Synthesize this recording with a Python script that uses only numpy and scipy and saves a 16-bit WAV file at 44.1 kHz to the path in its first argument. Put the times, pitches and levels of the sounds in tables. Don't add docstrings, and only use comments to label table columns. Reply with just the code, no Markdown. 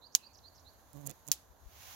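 import sys
import numpy as np
from scipy import signal
from scipy.fft import rfft, irfft
from scipy.io import wavfile

SR = 44100
rng = np.random.default_rng(int(sys.argv[2]) if len(sys.argv) > 2 else 0)


def wav_out(sig):
    wavfile.write(sys.argv[1], SR, np.round(np.clip(np.atleast_2d(sig).T, -1, 1) * 32767).astype(np.int16))


N = 85995
T = np.arange(N) / SR
AIR_TOP_HZ, CUTOFF_HZ = 15900, 17100


def from_db(db):
    return 10 ** (np.asarray(db) / 20)


def rms_one(x):
    return x / np.sqrt(np.mean(x ** 2) + 1e-20)


def in_time(rows):
    s, *columns = np.transpose(rows)
    return [np.interp(T, s, c) for c in columns]


def pan(db):
    return rms_one(from_db([[db / 2], [-db / 2]]))


def drift(hz):
    r = np.exp(-2 * np.pi * hz / SR)
    return rms_one(signal.lfilter([1], [1, -2 * r, r * r], rng.standard_normal(2 * N))[N:])


def gains(spectrum, hz):
    f, db = np.transpose(spectrum)
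    hz = np.maximum(hz, 1)
    skirts = np.minimum(1, np.minimum(hz / f[0], f[-1] / hz)) ** 2
    return from_db(np.interp(np.log(hz), np.log(f), db)) * skirts


def noise(spectrum, correlation=0, top_hz=AIR_TOP_HZ):
    hz = np.arange(N + 1) * SR / (2 * N)
    left, right, shared = rng.standard_normal((3, 2 * N))
    white = np.sqrt(1 - correlation) * np.array([left, right]) + np.sqrt(correlation) * shared
    return rms_one(irfft(rfft(white) * gains(spectrum, hz) * (hz < top_hz))[:, :N])


def decay(start, t60):
    return (T >= start) * from_db(-60 * np.clip((T - start) / t60, 0, 10))


def bumps(rows):
    return sum(from_db(db) * np.exp(-np.minimum(((T - s) / width) ** 2, 50)) for s, width, db in rows)


def phase_of(hz):
    return 2 * np.pi * np.cumsum(hz) / SR


def distant_wash():
    # frequency in Hz, level in dB.
    spectrum = [(120, -5), (190, -6.5), (280, -4.5), (400, -8), (620, -4), (1050, -4.5), (1290, -13.5),
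                (1700, -15), (2170, -32), (3000, -29.5)]
    return from_db(-66.5) * pan(-3) * noise(spectrum, correlation=.5)


def grass():
    # frequency in Hz, level in dB.
    hiss_spectrum = [(1500, 3), (2600, -8), (4000, -1.5), (5200, -7), (6700, 3), (8000, -13.5), (9600, -9),
                     (12000, 0.5), (15500, -8)]
    gust_spectrum = [(800, 2.5), (1500, -2.5), (2700, 1.5), (4500, -2), (6700, 1.5), (8100, -13.5),
                     (9600, -8.5), (12500, -3), (15500, -1.5)]
    # time in seconds, level in dB.
    hiss_level = [(0, -74), (.3, -72), (.55, -69.5), (.8, -68.5), (1.0, -67), (1.2, -67), (1.4, -67.5),
                  (1.55, -71.5), (1.95, -59)]
    gust_level = [(0, -100), (1.58, -90.5), (1.7, -67.5), (1.8, -57), (1.88, -52.5), (1.95, -53.5)]
    hiss = from_db(in_time(hiss_level)[0] + .7 * drift(40)) * noise(hiss_spectrum, correlation=.15)
    gust = from_db(in_time(gust_level)[0] + .8 * drift(51)) * noise(gust_spectrum, correlation=.15)
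    return pan(-3.5) * hiss + pan(-4.5) * gust


def microphone_wind():
    # frequency in Hz, level in dB.
    spectrum = [(20, -23.5), (40, -9), (65, 2), (95, -1), (140, -21.5), (250, -28)]
    # time in seconds, level in dB.
    level = [(0, -71), (.2, -76), (.4, -68), (1.1, -65), (1.4, -69.5), (1.95, -60.5)]
    # centre in seconds, half-width in seconds, level in dB.
    puffs = [(1.51, .015, -55), (1.632, 0.012, -52), (1.67, 0.012, -43)]
    rumble = from_db(in_time(level)[0] + drift(6)) * noise(spectrum, correlation=.4)
    eddy_hz = 58 * (1 + .14 * drift(60))
    return rumble + pan(20) * bumps(puffs) * np.sin(phase_of(eddy_hz))


def birds():
    # start and length in seconds, first and last pitch in Hz, level in dB.
    chirps = [(.010, 0.068, 3930, 4970, -54), (0.219, 0.061, 4190, 4870, -54),
              (0.426, .066, 4087, 4830, -54), (0.644, 0.059, 3853, 4730, -57)]
    # start and length in seconds, first, middle and last pitch in Hz, level in dB.
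    twitters = [(0.122, 0.0067, 4850, 5400, 6650, -63), (0.131, 0.0063, 6700, 5900, 5030, -62),
                (0.141, 0.011, 6600, 5500, 4500, -54.5), (0.332, 0.0066, 7300, 6300, 5240, -65.5),
                (.339, 0.0062, 7100, 5950, 4950, -61.5), (0.346, 0.006, 6700, 5550, 4430, -57.5),
                (0.353, .008, 6090, 5100, 4100, -56.5), (0.366, .019, 4200, 5970, 6270, -62),
                (0.382, .011, 6500, 5460, 2630, -57.5), (0.547, 0.01, 4900, 5760, 6960, -64.5),
                (.556, 0.0067, 6840, 5560, 4600, -62), (0.564, 0.0063, 6320, 5400, 4560, -61.5),
                (0.576, 0.014, 5360, 4590, 4200, -59.5), (0.589, 0.02, 4550, 6040, 3860, -64.5)]
    whistles = [(.168, .095, 3150, 2780, 2520, -67), (.265, .065, 2550, 2455, 2400, -75)]
    rasp_depth_hz, rasp_rate_hz, waver_hz = 250, 300, 58.5
    song = np.zeros(N)
    for start, length, first_hz, last_hz, db in chirps:
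        u = np.clip((T - start) / length, 0, 1)
        rasp = rasp_depth_hz * np.sin(2 * np.pi * rasp_rate_hz * T) + waver_hz * drift(300)
        hz = first_hz + (last_hz - first_hz) * u ** 2 + (1 - u ** 2) * rasp
        swell = np.minimum(2 * u, 1) * np.minimum((1 - u) / .15, 1)
        song += from_db(db) * swell * np.sin(phase_of(hz))
    for start, length, *pitches, db in twitters + whistles:
        u = np.clip((T - start) / length, 0, 1)
        arch_hz = np.polyval(np.polyfit([0, .5, 1], pitches, 2), u)
        hz = arch_hz * (1 + .068 * drift(500))
        swell = np.sqrt(np.abs(np.sin(np.pi * u)))
        song += from_db(db) * swell * np.sin(phase_of(hz))
    leaves = from_db(-2.5) * echoes(song, t60=.032)
    field = from_db(-8.5) * echoes(song, t60=.69)
    return pan(-10.5) * (song + leaves + field)


def echoes(x, t60):
    response = rms_one(rng.standard_normal((2, N)) * decay(0, t60)) / np.sqrt(N)
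    return signal.fftconvolve(response, x[None], axes=1)[:, :N]


def causal_pulse(spectrum, size=2048):
    cepstrum = irfft(np.log(gains(spectrum, np.linspace(0, SR / 2, size + 1)) + 1e-3))
    cepstrum[1:size] *= 2
    cepstrum[size + 1:] = 0
    return irfft(np.exp(rfft(cepstrum)))


def snap(start, db, treble_db, treble_hz):
    # frequency in Hz, left and right level in dB.
    spectrum = [(300, -28.5, -28.5), (700, -21, -24), (1150, -13, -9.5), (2160, -11.5, -19), (3470, -1, -1),
                (4725, 10, 9.5), (7010, 10, 21), (7480, 3, 12.5), (9200, -8.5, -2), (12250, -4.5, -2.5),
                (15800, -3, 6.5)]
    hz, *ears = np.transpose(spectrum)
    right_lag_s, smear_hz, smear_width_hz = .00006, 5870, 5600
    r = np.exp(-np.pi * smear_width_hz / SR)
    poles = np.array([1, -2 * r * np.cos(2 * np.pi * smear_hz / SR), r * r])
    out = np.zeros((2, N))
    for ear, colour in enumerate(ears):
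        echo_s = .002 * rng.uniform(.82, 1.05)
        for delay, path_db, path_treble_db in ((0, 0, 0), (echo_s, -12, -9)):
            levels = colour + db + path_db + (treble_db + path_treble_db) * (hz > treble_hz)
            pulse = causal_pulse(np.transpose([hz, levels]))
            pulse = signal.lfilter(poles[::-1], poles, pulse)
            i = int((start + delay) * SR) + ear * round(right_lag_s * SR)
            out[ear, i:i + len(pulse)] += pulse
    return out


def fence_arcs():
    # start in seconds, snap level, treble boost and scatter level in dB,
    # scatter T60 in seconds, tail level in dB.
    arcs = [(0.1504, 0.5, -3.5, -26, 0.047, -53.5), (1.3166, -3.5, 1.5, -28, 0.07, -49.5)]
    # frequency in Hz, level in dB.
    weed_spectrum = [(400, -47), (1000, -13.5), (1750, -15.5), (2300, -10.5), (3400, -2.5), (5000, -3.5),
                     (6700, 4.5), (8200, -4), (10000, -0.5), (15500, -2.5)]
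    tail_spectrum = [(800, -6.5), (2000, -7), (3500, 2), (6700, 3), (8200, -3.5), (12000, -3.5),
                     (15500, -6)]
    # frequency in Hz, level in dB, T60 in seconds.
    ring_modes = [(4930, -44, .07), (6580, -41.5, .07), (8860, -50.5, 0.025), (11700, -43, .07),
                  (13100, -73.5, .07)]
    treble_hz, scatter_rise_s = 8500, .00089
    out = np.zeros((2, N))
    for start, db, treble_db, scatter_db, scatter_t60, tail_db in arcs:
        age = T - start
        out += snap(start, db, treble_db, treble_hz)
        colour = [(hz, level + treble_db * (hz > treble_hz)) for hz, level in weed_spectrum]
        envelope = decay(start, scatter_t60) * np.clip(age / scatter_rise_s, 0, 1)
        scatter = from_db(scatter_db) * envelope * noise(colour, correlation=.22)
        ring = sum(from_db(level) * decay(start, t60) * np.sin(2 * np.pi * hz * age)
                   for hz, level, t60 in ring_modes)
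        tail = from_db(tail_db) * decay(start, t60=.3) * noise(tail_spectrum)
        out += pan(-2) * (scatter + ring) + pan(-2.5) * tail
    return out


def insect():
    # time in seconds, wingbeat rate in Hz, level in dB.
    buzzes = [
        [(.915, 143, -84), (.945, 146, -52), (.968, 141, -47), (1.022, 145, -52), (1.066, 140, -45),
         (1.108, 137, -49), (1.128, 136, -65.5)],
        [(1.262, 142, -72), (1.287, 142, -48), (1.303, 146, -50.5), (1.322, 147, -67.5)],
    ]
    # a harmonic's level in dB, from the fundamental up.
    harmonics = [0, -6, -19, -13, -17, -20, -24, -25]
    # frequency in Hz, level in dB.
    rasp_spectrum = [(500, -9.5), (2000, -26), (4200, -22), (5500, -7.5), (6800, 7), (8500, -8),
                     (11000, 0.5), (14500, 1), (16500, -8.5)]
    draught_spectrum = [(110, -5), (220, 1.5), (400, -2), (700, -5.5), (1200, -16), (2500, -16),
                        (4500, -18), (8000, -31)]
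    # start in seconds, level in dB, decay time in seconds.
    ticks = [(0.932, -47, 0.0012), (1.057, -51.5, 0.0016), (1.0638, -38, .0014), (1.0675, -31, .001),
             (1.072, -31, 0.0024), (1.076, -46, .0008), (1.096, -41, 0.002), (1.1022, -47, 0.00055),
             (1.1038, -40, 0.00084), (1.1118, -36.5, 0.0011), (1.2682, -51.5, .003), (1.2763, -47, 0.0017),
             (1.2776, -38, 0.0014), (1.2783, -44, 0.001), (1.2851, -36, 0.0015), (1.2869, -47, 0.00092)]
    # centre in seconds, half-width in seconds, level in dB.
    stirs = [(1.068, 0.0056, -58.5), (1.103, 0.02, -51.5), (1.289, 0.02, -62)]
    jitter, flutter_db = .024, 1.2
    rasp = noise(rasp_spectrum, top_hz=CUTOFF_HZ)[0]
    draught = noise(draught_spectrum)[0]
    wings = bumps(stirs) * draught
    for buzz in buzzes:
        hz, db = in_time(buzz)
        level = from_db(db) * (T > buzz[0][0]) * (T < buzz[-1][0])
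        phase = phase_of(hz * (1 + jitter * drift(58.2)))
        tone = sum(from_db(harmonic_db + flutter_db * drift(28) * (k > 0)) * np.cos((k + 1) * phase)
                   for k, harmonic_db in enumerate(harmonics))
        strokes = from_db(-18.5 + 2 * drift(40)) * rms_one(np.exp(np.cos(phase)))
        wings += level * (from_db(-17.5) * draught + strokes * rasp - rms_one(tone))
    for start, db, width in ticks:
        wings += rasp * (T >= start) * bumps([(start, width, db)])
    return pan(-31.5) * wings


def scene():
    return fence_arcs() + insect() + birds() + distant_wash() + grass() + microphone_wind()


def record(dry):
    low_pass = signal.cheby2(14, 60, CUTOFF_HZ, fs=SR, output="sos")
    return np.clip(signal.sosfilt(low_pass, dry), -1, 1)


dry = scene()
out = record(dry)
wav_out(out)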